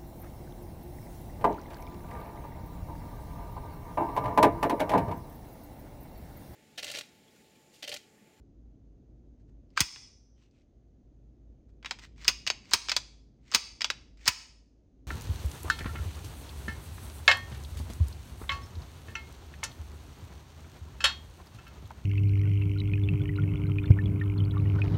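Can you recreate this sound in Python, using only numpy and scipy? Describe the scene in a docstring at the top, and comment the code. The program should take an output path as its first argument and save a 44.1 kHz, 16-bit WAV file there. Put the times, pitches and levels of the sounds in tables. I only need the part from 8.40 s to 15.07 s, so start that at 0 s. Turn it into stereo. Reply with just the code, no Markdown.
"""Sharp steel clicks, scrapes and ringing slams, close up in a small room, over a low rumble and faint hiss.
A pistol is worked by hand over a wooden bench: the hammer snaps, the slide slams, then is racked four times.
Each rack is three clicks as the slide is drawn back, a rising scrape as it runs forward, and a slam.
Contacts are noise bursts through frame resonances, rubbing is a run of random slips, and the recoil spring
is a cluster of beating decaying sines. A noise tail is the room; a limiter turns down the strongest blows."""
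import sys
import numpy as np
from scipy import signal
from scipy.fft import rfft, irfft
from scipy.io import wavfile
from scipy.ndimage import uniform_filter1d, minimum_filter1d

SR = 44100
rng = np.random.default_rng(int(sys.argv[2]) if len(sys.argv) > 2 else 0)


def to_wav(s):
    """Save 16-bit WAV."""
    ch = np.atleast_2d(s).T  # columns
    pcm = np.round(np.clip(ch, -1, 1) * 32767)  # PCM
    wavfile.write(sys.argv[1], SR, pcm.astype(np.int16))


N = 294147
TIME_S = np.arange(N) / SR
HIT = 8192  # samples in one contact
AGE_S = np.arange(HIT) / SR

# slide slamming against its stop: (time [s], level [dB], 1.3 kHz body [dB], 5 kHz ring [dB], 9 kHz edge [dB], #
# spring level [dB], lift of spring modes below 5 kHz [dB], thump level [dB], lead of the double tick [s], #
# final glide level [dB], final rush level [dB])
SLAMS = [(1.4044, -2, -3.5, -1.5, 3.5, -21.5, -8, -17, 0.033, -74, -35),
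         (3.8792, -13, -4.5, -1, -3, -44.5, -4.5, -58, 0.034, -52.5, -41.5),
         (4.3342, -3, 2, 3, 3, -37, 3.5, -34.5, 0.024, -55, -33),
         (5.1466, -8, -1, 2.5, 1, -30, 9.5, -41, .0315, -59.5, -30.5),
         (5.8773, -6, -2, -4, 0.5, -43, 4, -30.5, .0215, -54.5, -25.5)]
# spectrum of a light steel contact: (frequency [Hz], gain [dB])
CLICK_COLOUR = [(200, -19), (400, -8.5), (700, -8), (1100, -2.5), (2400, 1), (5400, -1), (6800, -3.5),
                (8500, -4), (11500, -27.5), (15000, -9.5), (16500, -31.5)]


def undb(db):
    """Decibels to an amplitude factor."""
    return 10 ** (np.asarray(db) / 20)


def level(x, db):
    """Scale a hit so that its channel-mean energy, spread over 10 ms, has this level."""
    energy = np.mean(np.sum(x ** 2, axis=-1))
    return x * undb(db) / np.sqrt(energy / (SR / 100))


def along(points, size):
    """A table of (Hz, value) read on a log frequency axis at every bin of a transform."""
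    hz, value = np.transpose(points)
    bins_hz = np.fft.rfftfreq(size, 1 / SR)
    return np.interp(np.log(bins_hz + 1), np.log(hz), value)


def colour(x, db):
    """Minimum-phase filter, via the folded cepstrum, with the given gain at every bin."""
    size = x.shape[-1]
    cepstrum = irfft(np.log(undb(db)), size)
    cepstrum[1:size // 2] *= 2
    cepstrum[size // 2 + 1:] = 0
    return irfft(rfft(x) * np.exp(rfft(cepstrum)), size)


def add(out, s, x):
    """Mix a sound in at time s."""
    i = max(int(s * SR), 0)
    out[:, i:i + x.shape[-1]] += x[..., :max(N - i, 0)]


def stereo_noise(size, side):
    """Noise shared by both channels, plus a part in opposite polarity."""
    shared, apart = rng.standard_normal((2, size))
    return shared + side * apart * np.array([[1], [-1]])


def background():
    """A low rumble that swells and sinks, under a faint steady hiss."""
    # background spectrum: (frequency [Hz], relative density [dB per Hz])
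    air_spectrum = [(20, -15), (32, -7.5), (42, -11), (54, 9), (68, -8), (130, -8.5), (165, -16.5),
                    (270, -12), (400, -22.5), (680, -32.5), (1000, -47), (2000, -54), (5600, -57.5),
                    (6400, -50.5), (7500, -61.5), (16000, -71)]
    # rumble level: (time [s], level [dB])
    rumble_level = [(0.0, -53.5), (1.24, -53.5), (1.47, -60), (2.13, -60.5), (2.89, -54.5), (4.15, -52.5),
                    (4.27, -53), (4.92, -58), (5.64, -54), (5.99, -60.5), (6.31, -62), (6.66, -55.5)]
    hz = np.fft.rfftfreq(N, 1 / SR)
    mid, side = rfft(rng.standard_normal((2, N))) * undb(along(air_spectrum, N))
    width = np.minimum(hz / 1000, .8)  # bass stays in the middle
    air = (mid + width * side * np.array([[1], [-1]])) / irfft(mid, N).std()
    low = 1 / (1 + (hz / 700) ** 2)
    swell = undb(np.interp(TIME_S, *np.transpose(rumble_level)))
    rumble = swell * irfft(air * low, N)
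    hiss = undb(-52.5) * irfft(air * (1 - low), N)
    return rumble + hiss


def room(x, wet_db, build_s):
    """Bench and walls answer with a diffuse tail that lasts longest in the bass and shortest in the top."""
    # echo bands: (centre [Hz], level [dB], t60 [s])
    echo_bands = [(150, -16.5, 0.96), (770, -2, 0.52), (1500, -7.5, .44), (2300, -1.5, 0.47),
                  (3500, -4, 0.51), (6600, -3, 0.51), (9400, -6, .44), (11100, -14.5, 0.16),
                  (15500, -7, .34)]
    t = np.arange(SR) / SR
    noise = rfft(rng.standard_normal((2, SR)))
    tail = 0
    for k, (_, db, t60_s) in enumerate(echo_bands):
        band = along([(row[0], j == k) for j, row in enumerate(echo_bands)], SR)
        tail = tail + irfft(noise * band, SR) * undb(db - 60 * t / t60_s)
    early = 1 + 2.3 * np.exp(-t / 0.019)  # near surfaces answer first
    build = 1 - np.exp(-(t / build_s) ** 2)
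    tail = tail * early * build / np.sqrt(SR / 25)
    return undb(wet_db) * signal.fftconvolve(x, tail, axes=1)[:, :N]


def contact(rise_s, crack_s, chatter_s, chatter_db):
    """Steel meets steel: a crack, then a longer chatter of the loose parts, damped by the hands."""
    crack = np.exp(-AGE_S / crack_s) * stereo_noise(HIT, side=0.17)
    chatter = undb(chatter_db) * np.exp(-AGE_S / chatter_s) * stereo_noise(HIT, side=0.49)
    return (1 - np.exp(-(AGE_S / rise_s) ** 2)) * (crack + chatter)


def steel(push, spectrum, body_db, ring_db, edge_db):
    """A push heard through the frame's resonances; the place of contact sets its tone."""
    # resonances of frame and slide: (frequency [Hz], width [Hz], lift before scatter [dB])
    frame_modes = [(1014, 77, 4.5), (1295, 30, 1.5), (1970, 88, 1), (2220, 250, 3), (2510, 32, 3),
                   (2570, 50, 3), (2750, 73, 2.5), (2957, 52, 5.5), (3395, 71, 7.5), (3836, 83, 8.5),
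                   (4330, 70, 1.5), (4620, 200, 8), (4900, 60, 6), (5060, 190, 4), (5190, 280, 5.5),
                   (5380, 100, 2.5), (6390, 44, 8.5), (7000, 86, 3.5), (8830, 120, 6)]
    hz = np.fft.rfftfreq(HIT, 1 / SR)
    shares = 0.65 + .3 * rng.uniform(-0.36, 1, len(frame_modes))  # every contact excites them differently
    resonances = 0
    for share, (mode_hz, width_hz, lift_db) in zip(shares, frame_modes):
        resonances = resonances + share * lift_db / (1 + (2 * (hz - mode_hz) / width_hz) ** 2)
    tone = along([(1300, body_db), (2500, 0.0086), (5000, ring_db), (9000, edge_db)], HIT)
    small_body = 20 * np.log10((hz + 1) / (hz + 120))  # a small object radiates little bass
    lag_s = .0011 * np.sqrt(1000 / (hz + 100))  # low bending waves travel slower, so the lows arrive last
    phase = 2 * np.pi * np.cumsum(lag_s - lag_s[-1]) * SR / HIT
    bent = irfft(rfft(push) * np.exp(-1j * phase), HIT)
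    return colour(bent, along(spectrum, HIT) + resonances + tone + small_body)


def click(out_db, body_db, ring_db, edge_db, brightness_db=0):
    """One light catch of steel on steel; a harder edge lifts the treble."""
    push = contact(rise_s=.0006, crack_s=0.001, chatter_s=0.0068, chatter_db=-12.5)
    sound = steel(push, CLICK_COLOUR, body_db, ring_db + brightness_db, edge_db + brightness_db)
    return level(sound, out_db)


def rubbing(length_s, end_db, rise_db, scrape_hz, taper):
    """Rough steel slides on steel: a dense run of tiny unequal slips rings the part being pushed."""
    slips_per_s, waver_db, waver_per_s = 4000, 1.7, 70
    scrape_db, sag_hz_per_s = -5, 3200  # the scraping resonance sinks during the stroke
    size = max(int(length_s * SR), 256)
    t = np.arange(size) / SR
    strength = undb(3.2 * rng.exponential(size=size).clip(0, 4.5))
    slips = (rng.random(size) < slips_per_s / SR) * strength
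    smeared = signal.lfilter([1], [1, -np.exp(-1 / (0.001 * SR))], slips)  # each slip dies in about 1 ms
    grit = smeared * stereo_noise(size, side=0.13)
    pitch_hz = scrape_hz - sag_hz_per_s * t
    lowpass = signal.butter(2, 220, fs=SR, output="sos")
    scrape = signal.sosfilt(lowpass, grit) * np.sin(2 * np.pi * np.cumsum(pitch_hz) / SR)
    grit = colour(grit, along(CLICK_COLOUR, size))
    sound = grit / (grit.std() + 1e-9) + undb(scrape_db) * scrape / (scrape.std() + 1e-9)
    pressure_db = waver_db * np.interp(t * waver_per_s, np.arange(64), rng.standard_normal(64))
    ramp_db = np.linspace(end_db - rise_db, end_db, size)
    return sound * undb(ramp_db + pressure_db) * signal.windows.tukey(size, taper)


def handling():
    """Single clicks and slow fading scrapes as loose parts, slide and grip shift."""
    # clicks, from loose parts up to the slide meeting its rear stop: (time [s], level [dB], brightness [dB])
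    single_clicks = [(1.303, -74, 3.5), (1.393, -32.5, -2), (1.559, -44, -2), (2.021, -75, -9),
                     (2.11, -77, 19), (3.427, -54.5, -9), (3.5872, -50.5, -2), (3.593, -51.5, 1),
                     (3.779, -61.5, -2.5), (3.897, -34.5, 2), (4.564, -19.5, 7), (5.5012, -24.5, 1),
                     (5.772, -65.5, 6.5)]
    # slide eased along or grip shifting: (time [s], length [s], end level before taper [dB], start pitch [Hz])
    slow_scrapes = [(0.982, 0.053, -83.5, 1897), (1.075, 0.038, -84.5, 1691), (1.359, 0.042, -44, 1550),
                    (1.941, .17, -77, 3150), (2.091, 0.18, -79.5, 2700), (3.28, 0.036, -81.5, 1500),
                    (3.434, 0.15, -60.5, 3600), (3.592, 0.094, -56, 2101), (4.938, 0.16, -87, 2356)]
    out = np.zeros((2, N))
    for s, db, brightness_db in single_clicks:
        add(out, s, click(db, body_db=4.5, ring_db=0, edge_db=-2, brightness_db=brightness_db))
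    for s, length_s, db, scrape_hz in slow_scrapes:
        add(out, s, rubbing(length_s, db, rise_db=-3, scrape_hz=scrape_hz, taper=1.0))
    return out


def hammer():
    """The hammer snaps over the sear: a hollow clack of decaying modes with a small steel tick on top."""
    # hammer modes: (frequency [Hz], level [dB], t60 [s])
    hammer_modes = [(1174.6, -5, .016), (1260, 4.5, 0.019), (1560, 1.5, 0.027), (2350, -5.5, .025),
                    (4900, -11, 0.045), (6550, -21, .03)]
    out = np.zeros((2, N))
    clack = 0
    for hz, db, t60_s in hammer_modes:
        clack = clack + undb(db - 60 * AGE_S / t60_s) * np.sin(2 * np.pi * hz * AGE_S)
    clack = clack * (1 - np.exp(-(AGE_S / 0.00066) ** 2))
    clack = signal.sosfilt(signal.butter(4, 950, "high", fs=SR, output="sos"), clack)
    push = contact(rise_s=0.00032, crack_s=0.00069, chatter_s=.008, chatter_db=-12.5)
    tick = steel(push, CLICK_COLOUR, body_db=-0.5, ring_db=-4.5, edge_db=1.5)
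    add(out, 1.3749, level(clack, -23) + level(tick, -29))
    return out


def pulls():
    """Each pull is three clicks: the lugs unlock, the barrel drops, the slide rides onto the hammer."""
    # slide drawn back: (time [s], barrel drop level [dB], brightness of first two clicks [dB],
    # barrel drop delay [s], hammer delay [s], hammer level [dB], hammer 1.3 kHz body [dB])
    slide_pulls = [(3.4462, -34.5, -10.5, .0119, .063, -29, 6), (4.0652, -24, 0, .0087, .0354, -22.5, -0.5),
                   (4.4849, -23, -1, .0094, .0316, -22.5, 1), (5.407, -26, -1.5, .0104, .0368, -23, 2.5)]
    unlock_db = -6.5  # against the drop of the barrel
    out = np.zeros((2, N))
    for s, db, brightness_db, drop_s, cock_s, cock_db, body_db in slide_pulls:
        unlock = click(db + unlock_db, body_db=2.5, ring_db=3.5, edge_db=-5.5, brightness_db=brightness_db)
        drop = click(db, body_db=-3.5, ring_db=1, edge_db=-2.5, brightness_db=brightness_db)
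        add(out, s, unlock)
        add(out, s + drop_s, drop)
        add(out, s + cock_s, click(cock_db, body_db, ring_db=-.5, edge_db=-4))
    return out


def run_ups():
    """Before each slam the slide glides ever louder, ticks twice and rushes into its stop."""
    glide_s, second_tick_delay_s = .088, .0052
    out = np.zeros((2, N))
    for s, *_, lead_s, glide_db, rush_db in SLAMS:
        first_tick_s = s - lead_s
        glide = rubbing(glide_s, glide_db, rise_db=19.5, scrape_hz=2330, taper=.15)
        add(out, first_tick_s - glide_s, glide)
        add(out, first_tick_s, click(-40.5, body_db=0, ring_db=7, edge_db=5))
        add(out, first_tick_s + second_tick_delay_s, click(-41, body_db=11, ring_db=4, edge_db=-7))
        rush = rubbing(lead_s + 0.0043, rush_db, rise_db=22.5, scrape_hz=4580, taper=.15)
        add(out, first_tick_s, rush)
    return out


def spring(low_db, count):
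    """Many close coil modes of the recoil spring beat against each other in a short metallic shimmer."""
    # clusters of coil modes: (centre [Hz], spread [Hz], level [dB], t60 [s])
    coil_clusters = [(2110, 70, -18, .5), (2600, 110, -15, 0.45), (4648, 70, -3, .62),
                     (5235, 200, 2.5, 0.56), (5950, 260, -12.5, 0.93), (8800, 160, -11, .45)]
    modes = []
    for hz, spread_hz, db, t60_s in coil_clusters:
        for k in rng.standard_normal(count):
            modes.append((hz + spread_hz * k, db + low_db * (hz < 5000), t60_s))
    phases = np.exp(2j * np.pi * rng.random((2, len(modes))))  # differ between the channels
    t = np.arange(SR // 2 + HIT) / SR
    waves = [undb(db - 60 * t / t60_s) * np.exp(2j * np.pi * hz * t) for hz, db, t60_s in modes]
    return (phases @ waves).imag


def thump(start_hz, end_hz, fall_s, rise_s, decay_s):
    """The heavy frame jolts in the grip: a dull knock whose pitch sinks as the hand gives way."""
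    hz = end_hz + (start_hz - end_hz) * np.exp(-AGE_S / fall_s)
    envelope = (1 - np.exp(-AGE_S / rise_s)) * np.exp(-AGE_S / decay_s)
    return np.sin(2 * np.pi * np.cumsum(hz) / SR) * envelope


def slams():
    """The slide hits its stop and rebounds; the frame jolts and thumps into the hand, the spring sings on."""
    # spectrum of a hard steel contact: (frequency [Hz], gain [dB])
    slam_colour = [(200, -10.5), (400, -11), (650, -17.5), (1000, -6.5), (1500, -6.5), (2600, -1.5),
                   (3300, -5.5), (5000, -1), (6600, -1), (7600, -8), (8800, -0.5), (11500, -14.5),
                   (14800, -4), (16500, -15.5)]
    rebound_s = .0033
    out = np.zeros((2, N))
    for s, db, body_db, ring_db, edge_db, spring_db, low_db, thump_db, *_ in SLAMS:
        blow = contact(rise_s=.0005, crack_s=0.0019, chatter_s=0.0067, chatter_db=-6.5)
        rebound = contact(rise_s=0.0015, crack_s=.0012, chatter_s=.006, chatter_db=-10.5)
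        push = blow + undb(-2.0) * np.roll(rebound, int(rebound_s * SR))
        add(out, s, level(steel(push, slam_colour, body_db, ring_db, edge_db), db))
        # later and duller than the blow
        jolt = contact(rise_s=0.0014, crack_s=0.0067, chatter_s=0.013, chatter_db=-10.5)
        jolt = steel(jolt, slam_colour, body_db + 7.5, ring_db=-3.0, edge_db=-9)
        add(out, s + .007, level(jolt, db - 15.5))
        add(out, s, level(spring(low_db, count=24), spring_db))
        knock = thump(start_hz=370, end_hz=53.6, fall_s=0.005, rise_s=0.0029, decay_s=0.0092)
        add(out, s + 0.0028, level(knock, thump_db))
    return out


def scene():
    """The pistol, its room echo and the background."""
    pistol = pulls() + run_ups() + slams() + hammer() + handling()
    return pistol + room(pistol, wet_db=-12.5, build_s=0.002) + background()


def limiter(x, ceiling_db, release_db_per_s):
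    """Follows power over 3 ms, turns down just ahead of loud blows, recovers slowly; stray peaks clip."""
    power = np.abs(uniform_filter1d(np.mean(x ** 2, axis=0), size=133))
    over_db = np.maximum(10 * np.log10(power + 1e-12) - ceiling_db, 0)
    release_db = release_db_per_s * TIME_S
    cut_db = np.maximum.accumulate(over_db + release_db) - release_db
    gain_db = uniform_filter1d(minimum_filter1d(-cut_db, size=129), size=129)
    return np.clip(x * undb(gain_db), -.82, .82)


def record(dry):
    """Two ports out of phase in the treble move it to the sides; then limiter, low cut and steep top cut."""
    # phase between the two microphone ports: (frequency [Hz], phase [rad])
    port_phase = [(400, .05), (1000, .1), (2000, 0.25), (4400, 0.71), (6500, 1.3), (9000, 2.674),
                  (15000, 2.6)]
    left, right = rfft(dry)
    turn = along(port_phase, N) / 2
    mid = (left + right) / 2 * np.cos(turn)
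    side = (left + right) / 2 * 1j * np.sin(turn) + (left - right) / 2
    heard = limiter(irfft([mid + side, mid - side], N), ceiling_db=-10.5, release_db_per_s=51)
    heard = signal.sosfilt(signal.butter(4, 27, "high", fs=SR, output="sos"), heard)
    return signal.sosfilt(signal.ellip(8, .2, 70, 16600, fs=SR, output="sos"), heard)


dry = scene()
out = record(dry)
to_wav(out)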